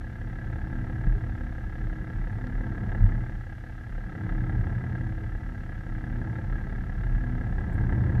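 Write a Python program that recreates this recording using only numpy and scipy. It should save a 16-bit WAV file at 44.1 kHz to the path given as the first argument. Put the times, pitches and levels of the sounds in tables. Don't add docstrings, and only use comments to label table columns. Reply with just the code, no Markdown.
import sys
import numpy as np
from scipy import signal
from scipy.fft import rfft, irfft, next_fast_len
from scipy.io import wavfile
from scipy.ndimage import uniform_filter1d

SR = 44100
rng = np.random.default_rng(int(sys.argv[2]) if len(sys.argv) > 2 else 0)


def wav_out(sig):
    wavfile.write(sys.argv[1], SR, np.round(np.clip(np.atleast_2d(sig).T, -1, 1) * 32767).astype(np.int16))


def ratio(d):
    e = np.asarray(d, float) / 20
    return 10 ** e


N = 361619

FIRING_HZ, CYLINDERS = 35, 6
CYCLE_HZ = FIRING_HZ / CYLINDERS


def level(x, db):
    return x * ratio(db) / np.sqrt(np.mean(x ** 2))


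def shape_db(table, hz):
    f, db = np.transpose(table)
    return np.interp(np.log(np.maximum(hz, 1)), np.log(f), db)


def noise(table):
    size = next_fast_len(N, True)
    hz = np.arange(size // 2 + 1) * SR / size
    spectrum = rfft(rng.standard_normal(N), size) * ratio(shape_db(table, hz))
    return level(irfft(spectrum, size)[:N], 0)


def ring(x, hz, width_hz):
    b, a = signal.iirpeak(min(hz, .45 * SR), hz / width_hz, fs=SR)
    return signal.lfilter(b, a, x)


def walk(rate):
    k = int(SR / rate)
    held = np.repeat(rng.standard_normal(N // k + 1), k)
    return 1.53 * uniform_filter1d(uniform_filter1d(held, k), k)[:N]


# (time [s], lag [ms])
HUNTING = [(0, -13.1), (.3, -10.7), (.66, -10.1), (1.38, -17.3), (2.1, -10), (2.38, -12), (2.8, -19.3),
           (3.0, -19.4), (3.45, -15.1), (4.35, -16.9), (4.68, -14), (5.55, -19.5), (5.97, -16), (6.22, -9),
           (6.85, -16), (7.2, -16.2), (7.75, -14.1), (8.0, -16.1)]


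def crank(t):
    lag_ms = uniform_filter1d(np.interp(t, *np.transpose(HUNTING)), SR // 8)
    return CYCLE_HZ * (t - lag_ms / 1000)


# (order [cycles], level re its band [dB])
STRONG_ORDERS = [(6, -8), (12, -6), (15, -8.5), (18, -7.5), (21, -5.5), (30, -15.5), (36, -19),
                 (42.15, -14.5), (48, -25), (54.2, -18), (58, -31), (66, -34)]
# (frequency [Hz], level re its band [dB])
UNEVEN_CYLINDERS = [(30, -18), (60, -17), (110, -21), (150, -23), (205, -23), (240, -30), (330, -36),
                    (400, -44)]
LAYER_EDGES = [60, 110]
HULL_BORNE = [42.15, 54.2]
BEAT_ORDER, BEAT_S, BEAT_NULL_S, BEAT_DEPTH = 42.15, .591, 7.0, 0.82


def drone(cycles, gains):
    strong = np.array(STRONG_ORDERS)
    weak = np.setdiff1d(np.arange(5, 72), np.round(strong[:, 0]))
    weak_db = shape_db(UNEVEN_CYLINDERS, weak * CYCLE_HZ) + 3.25 * rng.standard_normal(len(weak))
    orders = np.r_[strong[:, 0], weak]
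    levels_db = np.r_[strong[:, 1], weak_db]
    out = 0
    for order, db in zip(orders, levels_db):
        gain = gains[np.searchsorted(LAYER_EDGES, order * CYCLE_HZ)]
        if order in HULL_BORNE:
            gain = np.sqrt(gain * np.mean(gain)) * ratio(2.2 * walk(9) - .5)
        fade = 1 + .22 * walk(4)
        if order == BEAT_ORDER:
            beat = np.sin(np.pi * (np.arange(N) / SR - BEAT_NULL_S) / BEAT_S)
            fade = fade * (np.sqrt(2) * BEAT_DEPTH * beat + 1 - BEAT_DEPTH)
        tone = np.cos(2 * np.pi * (order * cycles + rng.random()))
        out = out + np.sqrt(2) * ratio(db) * gain * fade * tone
    return out


# (lead [ms], knock [dB], delay of second knock [ms], its level [dB],
# extra level on the heavy panels [dB])
CYLINDER_HABIT = [(5, .8, 4, -4, .5), (6.5, -.2, 6, -2.5, -1.5), (4.8, 1.3, 4, -4.5, 3),
                  (6.5, -1.2, 6.5, 0, -1.5), (5, -1, 5, -2.5, 2.5), (6.5, -.6, 8, -3, -3)]
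# (time ahead of the knock [ms], level re the knock [dB],
# level of the knock in the valve cover [dB])
VALVE_SEATING = [(8.5, -8, -1), (5, -14, 1), (9, -9, -3), (8, -17, -3), (7.5, -8, 3), (9, -19, -2)]
# (time [s], level [dB])
HARD_FIRINGS = [(0.044, -1.8), (0.188, -2.3), (0.246, -2.0), (0.533, 2.9), (0.704, -2.0), (1.043, 2.9),
                (1.185, -1.6), (1.671, -1.7), (2.36, -2.2), (2.472, 2.4), (2.697, -2.8), (2.866, -3.0),
                (2.923, 3.4), (2.952, 2.9), (3.384, -2.5), (3.442, -1.8), (3.471, -2.1), (3.528, 2.5),
                (3.556, -2.7), (3.613, -3.0), (3.756, -2.4), (3.813, -1.7), (4.297, 5.2), (4.499, 2.7),
                (4.956, 2.6), (5.154, -1.9), (5.24, 2.3), (5.296, -1.8), (5.382, -2.0), (5.524, -2.9),
                (5.667, -1.8), (5.725, 2.7), (5.811, -1.6), (5.84, -2.3), (5.869, -2.5), (5.955, 2.4),
                (6.19, -2.5), (6.304, -1.7), (6.361, 2.3), (6.474, -3.7), (6.53, 2.3), (6.87, -1.8),
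                (7.041, 3.6), (7.127, -1.9), (7.155, 2.9), (7.499, -2.5), (7.557, -3.9), (7.585, 2.3),
                (7.671, -1.7), (7.729, -1.8), (7.757, -2.3), (7.786, 3.4), (7.871, -2.6), (7.899, 2.4),
                (7.927, 2.5), (7.984, -1.7)]


def blows(cycles):
    firing = np.arange(1, int(cycles[-1] * CYLINDERS) + 1)
    at = np.interp(firing / CYLINDERS, cycles, np.arange(N)) / SR
    accent_db = np.zeros(len(firing))
    for s, db in HARD_FIRINGS:
        accent_db[np.argmin(np.abs(at - s))] = 1.1 * db
    chance = rng.standard_normal((len(firing), 6))
    age = np.arange(SR // 20) / SR
    habit = rng.standard_normal((CYLINDERS, len(age)))
    share = .4
    push = np.hanning(15) / 7
    crack_decay = (1 - np.exp(-age / 0.001)) * (np.exp(-age / 0.0028) + ratio(-14) * np.exp(-age / 0.034))
    rattle_decay = ratio(9.5) * (1 - np.exp(-age / 0.00077)) * np.exp(-age / 0.0067)
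    bright, dull, rasp, cover = np.zeros((4, N + SR))
    for k, s, luck, hard_db in zip(firing % CYLINDERS, at, chance, accent_db):
        lead_ms, db, after_ms, after_db, dull_db = CYLINDER_HABIT[k]
        ahead_ms, valve_db, cover_db = VALVE_SEATING[k]
        cracks = np.sqrt(share) * habit[k] + np.sqrt(1 - share) * rng.standard_normal(len(age))
        single = cracks * crack_decay
        single[:len(push)] += ratio(26) * push
        later = int(np.clip(after_ms + 0.47 * luck[0], 1, 20) * SR / 1000)
        blow = single.copy()
        blow[later:] += ratio(after_db + 0.22 * luck[1]) * single[:-later]
        rattle = cracks * rattle_decay

        i = int((s - (lead_ms - .8 + .4 * luck[2]) / 1000) * SR)
        late = i + SR // 1200
        early = i - int(ahead_ms * SR / 1000)
        bright[i:i + len(age)] += ratio(db + hard_db + 0.22 * luck[3]) * blow
        dull[late:late + len(age)] += ratio(db + hard_db + dull_db + 0.25 * luck[4]) * blow
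        rasp[i:i + len(age)] += ratio(1.2 * (db + hard_db)) * rattle
        cover[i:i + len(age)] += ratio(cover_db + .6 * hard_db) * (rattle + 0.67 * blow)
        tick = ratio(valve_db + 2.6 * luck[5]) * single
        for path, path_db in ((bright, -3), (dull, -1.5), (rasp, -2.5), (cover, 5)):
            path[early:early + len(age)] += ratio(path_db) * tick
    return bright[:N], dull[:N], rasp[:N], cover[:N]


def mode(x, hz, width_hz, db):
    return ratio(db) * ring(ring(x, hz, 2.18 * width_hz), hz, 1.32 * width_hz) / np.sqrt(width_hz)


HULL_CENTRES = [400, 520, 660, 735, 880, 1180, 1355, 1650, 1945]
# (width [Hz], level [dB])
HULL_MODES = [(130, -1), (100, 1.5), (96, 2.5), (58.5, -12.5), (88, -5), (156, -23), (120, 3.5),
              (134.6, 9.5), (127, -0.5)]
INVERTED_PANELS = [880]
# (frequency [Hz], width [Hz], level [dB])
THIN_PLATES = [(2586, 84, -23), (2720, 140, -21), (2920, 170, -22.5), (3263, 200, -22), (3644, 190, -25),
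               (4140, 180, -28), (4260, 820, -39)]
# (frequency [Hz], width [Hz], level [dB])
VALVE_COVER = (2250, 170, -18.5)
LATE_PANEL_HZ, LATE_SAMPLES = 1945, 6
PLATE_STEADY = 0.71


def knock(cycles, gain):
    bright, dull, rasp, cover = blows(cycles)
    wash = ratio(-10) * rng.standard_normal(N)
    hull = 0
    for hz, (width_hz, db) in zip(HULL_CENTRES, HULL_MODES):
        force = dull + .55 * wash if hz < 1000 else bright + wash
        if hz == LATE_PANEL_HZ:
            force = np.roll(force, LATE_SAMPLES)
        sign = -1 if hz in INVERTED_PANELS else 1
        hull = hull + sign * mode(force, hz, width_hz, db)
    plates = -mode(cover + wash, *VALVE_COVER)
    for k, row in enumerate(THIN_PLATES):
        plates = plates + (-1) ** k * mode(rasp + 2 * wash, *row)
    escape = (np.mean(gain) / gain) ** PLATE_STEADY
    return gain * level(hull + plates * escape, 0)


# (order [cycles], level re the middle layer [dB])
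GEAR_MESH = [(89.7, -40), (125.5, -34), (151, -35), (156, -38)]


def gears(cycles):
    out = 0
    for order, db in GEAR_MESH:
        out = out + np.sqrt(2) * ratio(db + walk(5.3)) * np.cos(2 * np.pi * order * cycles)
    return out


# (frequency [Hz], density [dB per Hz])
DEEP_RUMBLE = [(6, -7.5), (16, -29), (26, -5.5), (38, 13), (50, -8), (65, -19), (90, -39.5), (300, -120)]
# (frequency [Hz], density [dB per Hz])
LOW_SLOSH = [(25, -55), (45, -39.5), (62, -28.5), (85, -10), (105, -1.5), (120, -5.5), (150, -50),
             (400, -120)]
# (frequency [Hz], density [dB per Hz])
CHURNED_WATER = [(50, -58.5), (90, -22.5), (110, -20), (125, -24.5), (150, -31), (200, -37), (300, -38.5),
                 (370, -38.5), (600, -46), (1050, -50), (3000, -130)]


def water(deep, low, middle):
    rumble = ratio(-2.5) * deep * noise(DEEP_RUMBLE)
    slosh = ratio(-5.5) * low * noise(LOW_SLOSH)
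    churn = ratio(-10.5) * middle * noise(CHURNED_WATER)
    return rumble + slosh + churn


# (time [s], level [dB])
SWELL_LEVEL = [(0, -2), (.8, 2.5), (1.6, -0.5), (2.0, 0.7), (2.4, 1.5), (2.94, 4.5), (3.15, 3.5),
               (3.45, -3), (3.82, -4), (4.2, 3), (4.6, 4), (4.92, 3), (5.2, -0.5), (5.75, -1), (6.2, 3),
               (6.95, 1), (7.6, 4), (7.98, 7)]
# (level in a mean swell [dB], share of the swell followed [ratio],
# gain while sinking [dB per s])
LAYER_LEVELS = [(-35, 0.87, 0.5), (-38, 0.55, 16.5), (-36.5, 1.75, -1), (-48.5, 0.61, -0.7)]
# (time [s], length [s], deep level change [dB], low level
# change [dB])
LAYER_SWINGS = [(0.352, 0.12, 1, -3), (0.57, 0.12, -3, 4.5), (0.84, 0.053, 7, -5), (0.985, 0.16, -2, 3),
                (1.334, 0.56, 4.5, 4), (2.305, 0.33, 1, 0), (2.917, 0.19, -0.5, 1.5),
                (3.102, 0.057, -3, -1.5), (3.636, 0.068, 0, -1), (4.05, 0.15, 2.5, -5),
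                (4.208, 0.11, -22, -1.5), (4.33, 0.09, 8, -1), (4.635, 0.2, 5.5, 5.5), (5.05, 0.5, -1.5, 4),
                (5.357, 0.12, 8.5, 1.5), (5.903, 0.082, 6.5, -2.5), (6.382, 0.18, -6, 1.5),
                (6.65, 0.64, 3.5, 0), (7.276, 0.47, 5.5, 0), (7.558, 0.15, -1.5, 3), (8.144, 0.4, 0.5, -4)]


def heard(t):
    swell_db = np.interp(t, *np.transpose(SWELL_LEVEL))
    sinking_s = np.maximum(t - 7.45, 0)
    db = np.array([mean_db + share * swell_db + sink_db * sinking_s
                   for mean_db, share, sink_db in LAYER_LEVELS])
    for s, length, deep_db, low_db in LAYER_SWINGS:
        db[:2] += np.outer([deep_db, low_db], np.exp(-(2 * (t - s) / length) ** 2 / 2))
    return ratio(db)


# (time of the crest [s], frequency [Hz], peak level [dB], # rise [ms], decay by
# 60 dB [s])
CASE_BUMPS = [
    (1.075, 130, -15.5, 4.5, 0.018),
    (1.078, 39.5, -16, 12, 0.5),
    (1.155, 408, -39, 9.3, 0.17),
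    (1.83, 407, -55, 16, 0.3),
    (5.228, 412, -46.5, 18, 0.2),
    (3.012, 100, -15.5, 9.9, 0.23),
    (3.043, 100, -12.5, 5.6, 0.12),
    (3.044, 36.2, -13.5, 34, 0.31),
]
# (time [s], frequency [Hz], width [Hz], peak level [dB], decay by 60 dB [ms])
CASE_TICKS = [
    (2.321, 9000, 2300, -61, 4),
    (2.4703, 2900, 2800, -49, 1),
    (2.4703, 8500, 3000, -72, 1),
    (7.728, 10500, 7000, -69, 60),
    (7.729, 7900, 1200, -64, 12),
    (7.733, 7700, 1500, -62, 12),
    (7.7425, 8800, 3000, -59, 7),
    (7.7425, 12500, 4500, -64, 7),
]


def case(t):
    out = np.zeros(N)
    for s, hz, db, rise_ms, t60 in CASE_BUMPS:
        age = t - s
        rise = np.exp(-(age * 1000 / rise_ms) ** 2)
        decay = np.exp(-np.log(1000) * np.abs(age) / t60)
        out += ratio(db) * np.where(age < 0, rise, decay) * np.cos(2 * np.pi * hz * age)
    for s, hz, width_hz, db, t60_ms in CASE_TICKS:
        age, i = t[:SR // 10], int(s * SR)
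        crack = np.exp(-np.log(1000) * age * 1000 / t60_ms) * rng.standard_normal(len(age))
        crack[0] = 4
        rung = ring(ring(crack, hz, width_hz), hz, width_hz)
        out[i:i + len(age)] += ratio(db) * np.sqrt(SR / width_hz / 2) * rung
    return out


# (frequency [Hz], density [dB per Hz])
PREAMP_HISS = [(300, -106), (2500, -106), (4000, -108), (5000, -110), (6500, -113), (8000, -116),
               (9500, -119), (10200, -118), (12000, -120), (13000, -124), (14000, -131), (15000, -135),
               (16000, -150)]
BUZZ_LEVELS = [-78.5, -78.5]
FRAME_HZ, BUZZ_HZ = 60 / 1.001, 5699
BUZZ_START, BUZZ_SHARE = .8, .4


def camera(t):
    frames = t * FRAME_HZ - BUZZ_START
    frame = frames % 1
    on = uniform_filter1d(1. * (frame < BUZZ_SHARE), 20)
    slip = .55 * rng.standard_normal(N // 500)[(frames + 1).astype(int)] + .5 * walk(5)
    buzz = 0
    for harmonic, db in enumerate(BUZZ_LEVELS, 1):
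        phase = 2 * np.pi * BUZZ_HZ * frame / FRAME_HZ + slip
        buzz = buzz + ratio(db) * np.sin(harmonic * phase)
    return level(noise(PREAMP_HISS), -68.5) + on * buzz


def scene():
    t = np.arange(N) / SR
    deep, low, middle, high = heard(t)
    cycles = crank(t)
    engine = drone(cycles, (deep, low, middle)) + knock(cycles, high) + middle * gears(cycles)
    return (engine + water(deep, low, middle) + case(t) + camera(t))[None]


def band_limit(x):
    return signal.sosfilt(signal.butter(12, 15000, fs=SR, output="sos"), x)


def record(dry):
    bass_cut = signal.butter(2, 8, "high", fs=SR, output="sos")
    mix = signal.sosfilt(bass_cut, dry)
    return band_limit(mix)


dry = scene()
out = record(dry)
wav_out(out)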